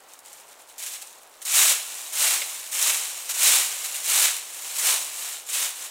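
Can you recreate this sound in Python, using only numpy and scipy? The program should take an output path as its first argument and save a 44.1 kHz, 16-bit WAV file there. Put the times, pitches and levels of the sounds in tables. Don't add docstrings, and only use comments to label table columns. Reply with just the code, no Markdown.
import sys
import numpy as np
from scipy import signal
from scipy.fft import rfft, irfft
from scipy.io import wavfile
from scipy.ndimage import uniform_filter1d

SR = 44100
rng = np.random.default_rng(int(sys.argv[2]) if len(sys.argv) > 2 else 0)


def file_out(sig):
    cols = np.atleast_2d(sig).T
    lim = np.clip(cols, -1, 1)
    pcm = np.round(lim * 32767).astype(np.int16)
    wavfile.write(sys.argv[1], SR, pcm)


N = 260190

# (frequency [Hz], relative density [dB])
WOODS_SPECTRUM = [(20, -19), (100, -20.5), (160, -19.5), (250, -13.5), (400, -6), (600, -2), (830, 0.5),
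                  (1100, -2.5), (1600, -7), (3000, -12), (8000, -17.5), (16000, -20)]
CRACKLE_SPECTRUM = [(100, -72), (300, -64), (1200, -16), (3000, -15.5), (4000, -6), (4800, -11),
                    (5500, -5.5), (6200, -4), (7000, -0.5), (8000, -0.5), (9500, -3), (11000, -4.5),
                    (12400, -8.5), (13600, -6), (16000, -13)]
CRUNCH_SPECTRUM = [(80, -60), (200, -33), (700, -10), (1300, -6.5), (2000, -1.5), (2800, 2), (3300, -0.5),
                   (3900, -0.5), (4800, -5), (8000, -8), (16000, -42)]
SCUFF_SPECTRUM = [(60, -38), (150, -36), (210, -22), (320, -8.5), (500, -2), (750, 1.5), (1100, 3.5),
                  (1800, -8), (5000, -14.5)]
ECHO_SPECTRUM = [(100, -8), (500, -1), (1200, -2), (3000, 1), (8000, -1), (16000, -3.5)]
STICK_SPECTRUM = [(100, -52), (600, -6.5), (1100, -12), (1900, 3), (3000, 0), (4500, -4), (8000, -15),
                  (16000, -30)]
# (lowest [Hz], highest [Hz], cracks relative to rate of breaking leaves [1])
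FRAGMENT_BANDS = [(600, 4400, 0.2), (4600, 7600, .4), (7530, 10160, 0.81), (10300, 16200, 1.7)]
# (start [s], length [s], crackle [dB])
LITTER_STIRS = [(.09, 0.047, -52), (0.252, 0.16, -48.5), (0.485, 0.037, -50.5), (0.595, .02, -50.5),
                (.688, 0.013, -48), (.797, .16, -36.5), (1.317, 0.018, -55)]
# (time [s], relative level [dB])
LOUD_SNAPS = [(0.136, -29.5), (.191, -31.5), (0.26, -32), (0.33, -29), (1.1284, -35), (1.233, -34),
              (1.4527, -18), (2.8263, -5), (3.431, -7), (4.367, -16.5), (5.692, -18)]
# (time [s], level [dB], hold [s])
BRIEF_CRUNCHES = [(.781, -39.5, .02), (.825, -33.5, 0.013), (.862, -32, 0.0095), (.935, -35.5, 0.0091),
                  (1.017, -38.5, 0.01), (1.417, -37, 0.0094), (3.292, -26.5, 0.025), (3.844, -30, .015),
                  (3.944, -31, 0.031), (4.785, -27, .015), (5.489, -32.5, 0.013)]
# (thickest [s], crackle [dB], spread [s])
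LEAF_SHOWERS = [(1.04, -48, .11), (1.99, -36, .28), (2.54, -35.5, 0.18), (3.28, -36.6, 0.18),
                (3.93, -32.5, 0.21), (4.725, -33.5, 0.19), (5.253, -31.5, 0.1), (5.823, -34.5, 0.054)]
# (bite [s], full speed [s], easing off [s], crackle at bite [dB], at full speed [dB],
# at easing off [dB], fade [dB/s], peak soil scuff relative to peak crackle [dB])
RAKE_PULLS = [(1.456, 1.566, 1.726, -30.5, -15.5, -19.5, 187, -22),
              (2.133, 2.226, 2.35, -30, -18.5, -22.5, 109, -20),
              (2.721, 2.868, 2.903, -28.5, -20, -20.3, 61, -18.5),
              (3.342, 3.443, 3.566, -29.5, -16.5, -17.5, 82, -21.5),
              (4.044, 4.087, 4.248, -30, -21.5, -17, 124, -19),
              (4.756, 4.874, 4.926, -31.3, -18, -20.5, 85, -17.5),
              (5.466, 5.544, 5.656, -39, -24.5, -25.5, 151, -19.5)]
# (time [s], relative level [dB])
STICK_BREAKS = [(1.478, -23.5), (2.3454, -23), (2.4177, -15), (3.4605, -16), (4.2816, -14.5)]

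WOODS_DB = -53
LITTER_DB = -62.5
STIR_RISE_DB_PER_S, STIR_FALL_DB_PER_S = 650, 230
BITE_RISE_DB_PER_S = 1100
RUN_UP_POWER = 1.18
LIFT_DROP_DB, LIFT_S = 1.7, 0.0087
SCUFF_LAG_S = 0.013
SCUFF_DB_PER_CRACKLE_DB = 1.01
SHOWER_THUD_DB = -16.5
TYPICAL_CRACKLE_DB = -30
CRUNCH_DB, CRUNCH_DB_PER_CRACKLE_DB = -7.5, 0.005
CRUNCH_LAG_S = 0.0071
TICKS_PER_S, TICK_DB, TICK_DB_PER_CRACKLE_DB, TICK_SPREAD_DB = 80, -26.5, 0.56, 2.5
CUTOFF_HZ = 15850


def from_db(db):
    return 10 ** (np.asarray(db) / 20)


def together(levels_db):
    power = np.sum(from_db(np.maximum(levels_db, -120)) ** 2, axis=0)
    return 10 * np.log10(power)


def rms_one(x):
    return x / np.sqrt(np.mean(x ** 2) + 1e-20)


def drift(rate_hz):
    step, settle = 40, 2000
    r = np.exp(-2 * np.pi * rate_hz * step / SR)
    noise = rng.standard_normal(N // step + settle + 2)
    slow = signal.lfilter([1], [1, -2 * r, r * r], noise)[settle:]
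    return np.interp(np.arange(N) / step, np.arange(len(slow)), rms_one(slow))


def coloured(x, spectrum, size=4096):
    hz, db = np.transpose(spectrum)
    bins_hz = np.maximum(np.arange(size // 2 + 1) * SR / size, 1)
    gain = from_db(np.interp(np.log(bins_hz), np.log(hz), db))
    cepstrum = irfft(np.log(gain))
    cepstrum[1:size // 2] *= 2
    cepstrum[size // 2 + 1:] = 0
    response = irfft(np.exp(rfft(cepstrum)))
    return signal.oaconvolve(x, response / np.linalg.norm(response))[:N]


def bandpass(x, order, low_hz, high_hz):
    sos = signal.butter(order, [low_hz, high_hz], "band", fs=SR, output="sos")
    return signal.sosfilt(sos, x)


def dying_noise(t60_s, size):
    burst = rng.standard_normal(size) * from_db(-60 * np.arange(size) / SR / t60_s)
    return burst / np.linalg.norm(burst)


def grains(per_s, spread_db, crumble_s):
    born = rng.random(N) < per_s / SR
    sizes = from_db(spread_db * np.minimum(rng.exponential(1, N), 4.5))
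    keep = np.exp(-1 / (crumble_s * SR))
    power = signal.lfilter([1 - keep], [1, -keep], born * sizes ** 2 + 1e-9)
    mean = uniform_filter1d(uniform_filter1d(power, size=1500), size=1500)
    return np.sqrt(power / (np.abs(mean) + 1e-9)) * rng.standard_normal(N)


def woods(waver_db=0.56):
    level = from_db(WOODS_DB + waver_db * drift(8.9))
    return level * coloured(rng.standard_normal(N), WOODS_SPECTRUM)


def stir_db(t, start_s, length_s, db):
    rise = STIR_RISE_DB_PER_S * np.maximum(start_s - t, 0)
    fall = STIR_FALL_DB_PER_S * np.maximum(t - start_s - length_s, 0)
    return db - rise - fall


def shower_db(t, thickest_s, db, spread_s):
    return db - 10 / np.log(10) * ((t - thickest_s) / spread_s) ** 2


def pull_db(t, bite_s, full_s, ease_s, bite_db, full_db, ease_db, fade_db_per_s):
    run_up = np.clip((t - bite_s) / (full_s - bite_s), 0, 1) ** RUN_UP_POWER
    drag = np.interp(t, [full_s, ease_s], [full_db, ease_db]) + (bite_db - full_db) * (1 - run_up)
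    after_s = np.maximum(t - ease_s, 0)
    lift = LIFT_DROP_DB * (1 - np.exp(-after_s / LIFT_S)) + fade_db_per_s * after_s
    return drag - BITE_RISE_DB_PER_S * np.maximum(bite_s - t, 0) - lift


def activity():
    t = np.arange(N) / SR
    crackle, scuff = [np.full(N, LITTER_DB)], []
    for stir in LITTER_STIRS:
        crackle.append(stir_db(t, *stir))
    for shower in LEAF_SHOWERS:
        falling = shower_db(t, *shower)
        crackle.append(falling)
        scuff.append(falling + SHOWER_THUD_DB)
    for *stroke, relative_db in RAKE_PULLS:
        crackle.append(pull_db(t, *stroke))
        digging = pull_db(t - SCUFF_LAG_S, *stroke)
        peak_db = digging.max()
        scuff.append(peak_db + relative_db + SCUFF_DB_PER_CRACKLE_DB * (digging - peak_db))
    return together(crackle), together(scuff)


def crunch_db(crackle_db):
    t = np.arange(N) / SR
    lagging = np.interp(t - CRUNCH_LAG_S, t, crackle_db) - crackle_db
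    return CRUNCH_DB + CRUNCH_DB_PER_CRACKLE_DB * (crackle_db - TYPICAL_CRACKLE_DB) + lagging


def leaves(crackle_db, full_per_s=11000, full_db=-15, crowding=.6, clump_db=0.86):
    per_s = full_per_s * from_db(crowding * (crackle_db - full_db))
    level = from_db(crackle_db + clump_db * drift(82))
    cracks = 0
    for low_hz, high_hz, share in FRAGMENT_BANDS:
        fractures = grains(per_s * share, spread_db=1.5, crumble_s=0.00083)
        cracks = cracks + bandpass(fractures, 2, low_hz, high_hz)
    tears = grains(per_s * 0.49, spread_db=0.5, crumble_s=0.00022)
    edges = coloured(from_db(-3.0) * cracks + from_db(-6.5) * tears, CRACKLE_SPECTRUM)
    blades = coloured(grains(per_s * .5, spread_db=-0.5, crumble_s=0.0023), CRUNCH_SPECTRUM)
    return level * (edges + from_db(crunch_db(crackle_db)) * blades)


def ticks(crackle_db, t60_s=0.005, octaves=0.79):
    born = rng.random(N) < TICKS_PER_S / SR
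    scatter_db = TICK_SPREAD_DB * np.clip(rng.standard_normal(N), -2, 2)
    dealt = rng.integers(0, 6, N)
    follow_db = TICK_DB_PER_CRACKLE_DB * (crackle_db - TYPICAL_CRACKLE_DB)
    strength = from_db(TICK_DB + follow_db + scatter_db)
    keep = from_db(-60 / (t60_s * SR)) ** 2
    half_band = 2 ** (octaves / 2)
    out = np.zeros(N)
    for k, hz in enumerate(np.geomspace(3000, 11000, 6)):
        power = signal.lfilter([1], [1, -keep], born * (dealt == k) * strength ** 2 + 1e-18)
        clicks = np.sqrt(power) * rng.standard_normal(N)
        out += bandpass(clicks, 1, hz / half_band, hz * half_band)
    return coloured(out, CRACKLE_SPECTRUM)


def soil(scuff_db, trim_db=0.07):
    slips = grains(1200, spread_db=2.5, crumble_s=0.0013)
    return from_db(scuff_db + trim_db) * coloured(slips, SCUFF_SPECTRUM)


def forest(x, t60_s=0.79, wet_db=-13):
    tail = signal.oaconvolve(x, dying_noise(t60_s, size=65536))[:N]
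    return from_db(wet_db) * coloured(tail, ECHO_SPECTRUM)


def snaps(crack_t60_s=0.0085, settle_t60_s=0.058, settle_db=-2, gain_db=9.0):
    out = np.zeros(N + 4096)
    for s, db in LOUD_SNAPS:
        crack = dying_noise(crack_t60_s, size=4096)
        settling = from_db(settle_db) * dying_noise(settle_t60_s, size=4096)
        out[int(s * SR):][:4096] += from_db(db + gain_db) * (crack + settling)
    return coloured(out[:N], CRACKLE_SPECTRUM)


def brief_crunches(settle_s=0.011, blades_db=-8):
    t, level = np.arange(N) / SR, np.zeros(N)
    for s, db, hold_s in BRIEF_CRUNCHES:
        level += from_db(db) * (t >= s) * np.exp(-np.maximum(t - s - hold_s, 0) / settle_s)
    crush = level * grains(6000, spread_db=2.0, crumble_s=.0004)
    buckle = level * rng.standard_normal(N)
    return coloured(crush, CRACKLE_SPECTRUM) + from_db(blades_db) * coloured(buckle, CRUNCH_SPECTRUM)


def sticks(splinter_t60_s=0.072, gain_db=14.0):
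    out = np.zeros(N + 4096)
    for s, db in STICK_BREAKS:
        out[int(s * SR):][:4096] += from_db(db + gain_db) * dying_noise(splinter_t60_s, size=4096)
    return coloured(out[:N], STICK_SPECTRUM)


def scene():
    crackle_db, scuff_db = activity()
    litter = leaves(crackle_db) + ticks(crackle_db) + soil(scuff_db)
    raking = litter + snaps() + brief_crunches() + sticks()
    return np.tile(woods() + raking + forest(raking), (2, 1))


def record(dry):
    low_pass = signal.firwin(601, CUTOFF_HZ, fs=SR)
    return signal.oaconvolve(dry, low_pass[None], mode="same", axes=1)


dry = scene()
out = record(dry)
file_out(out)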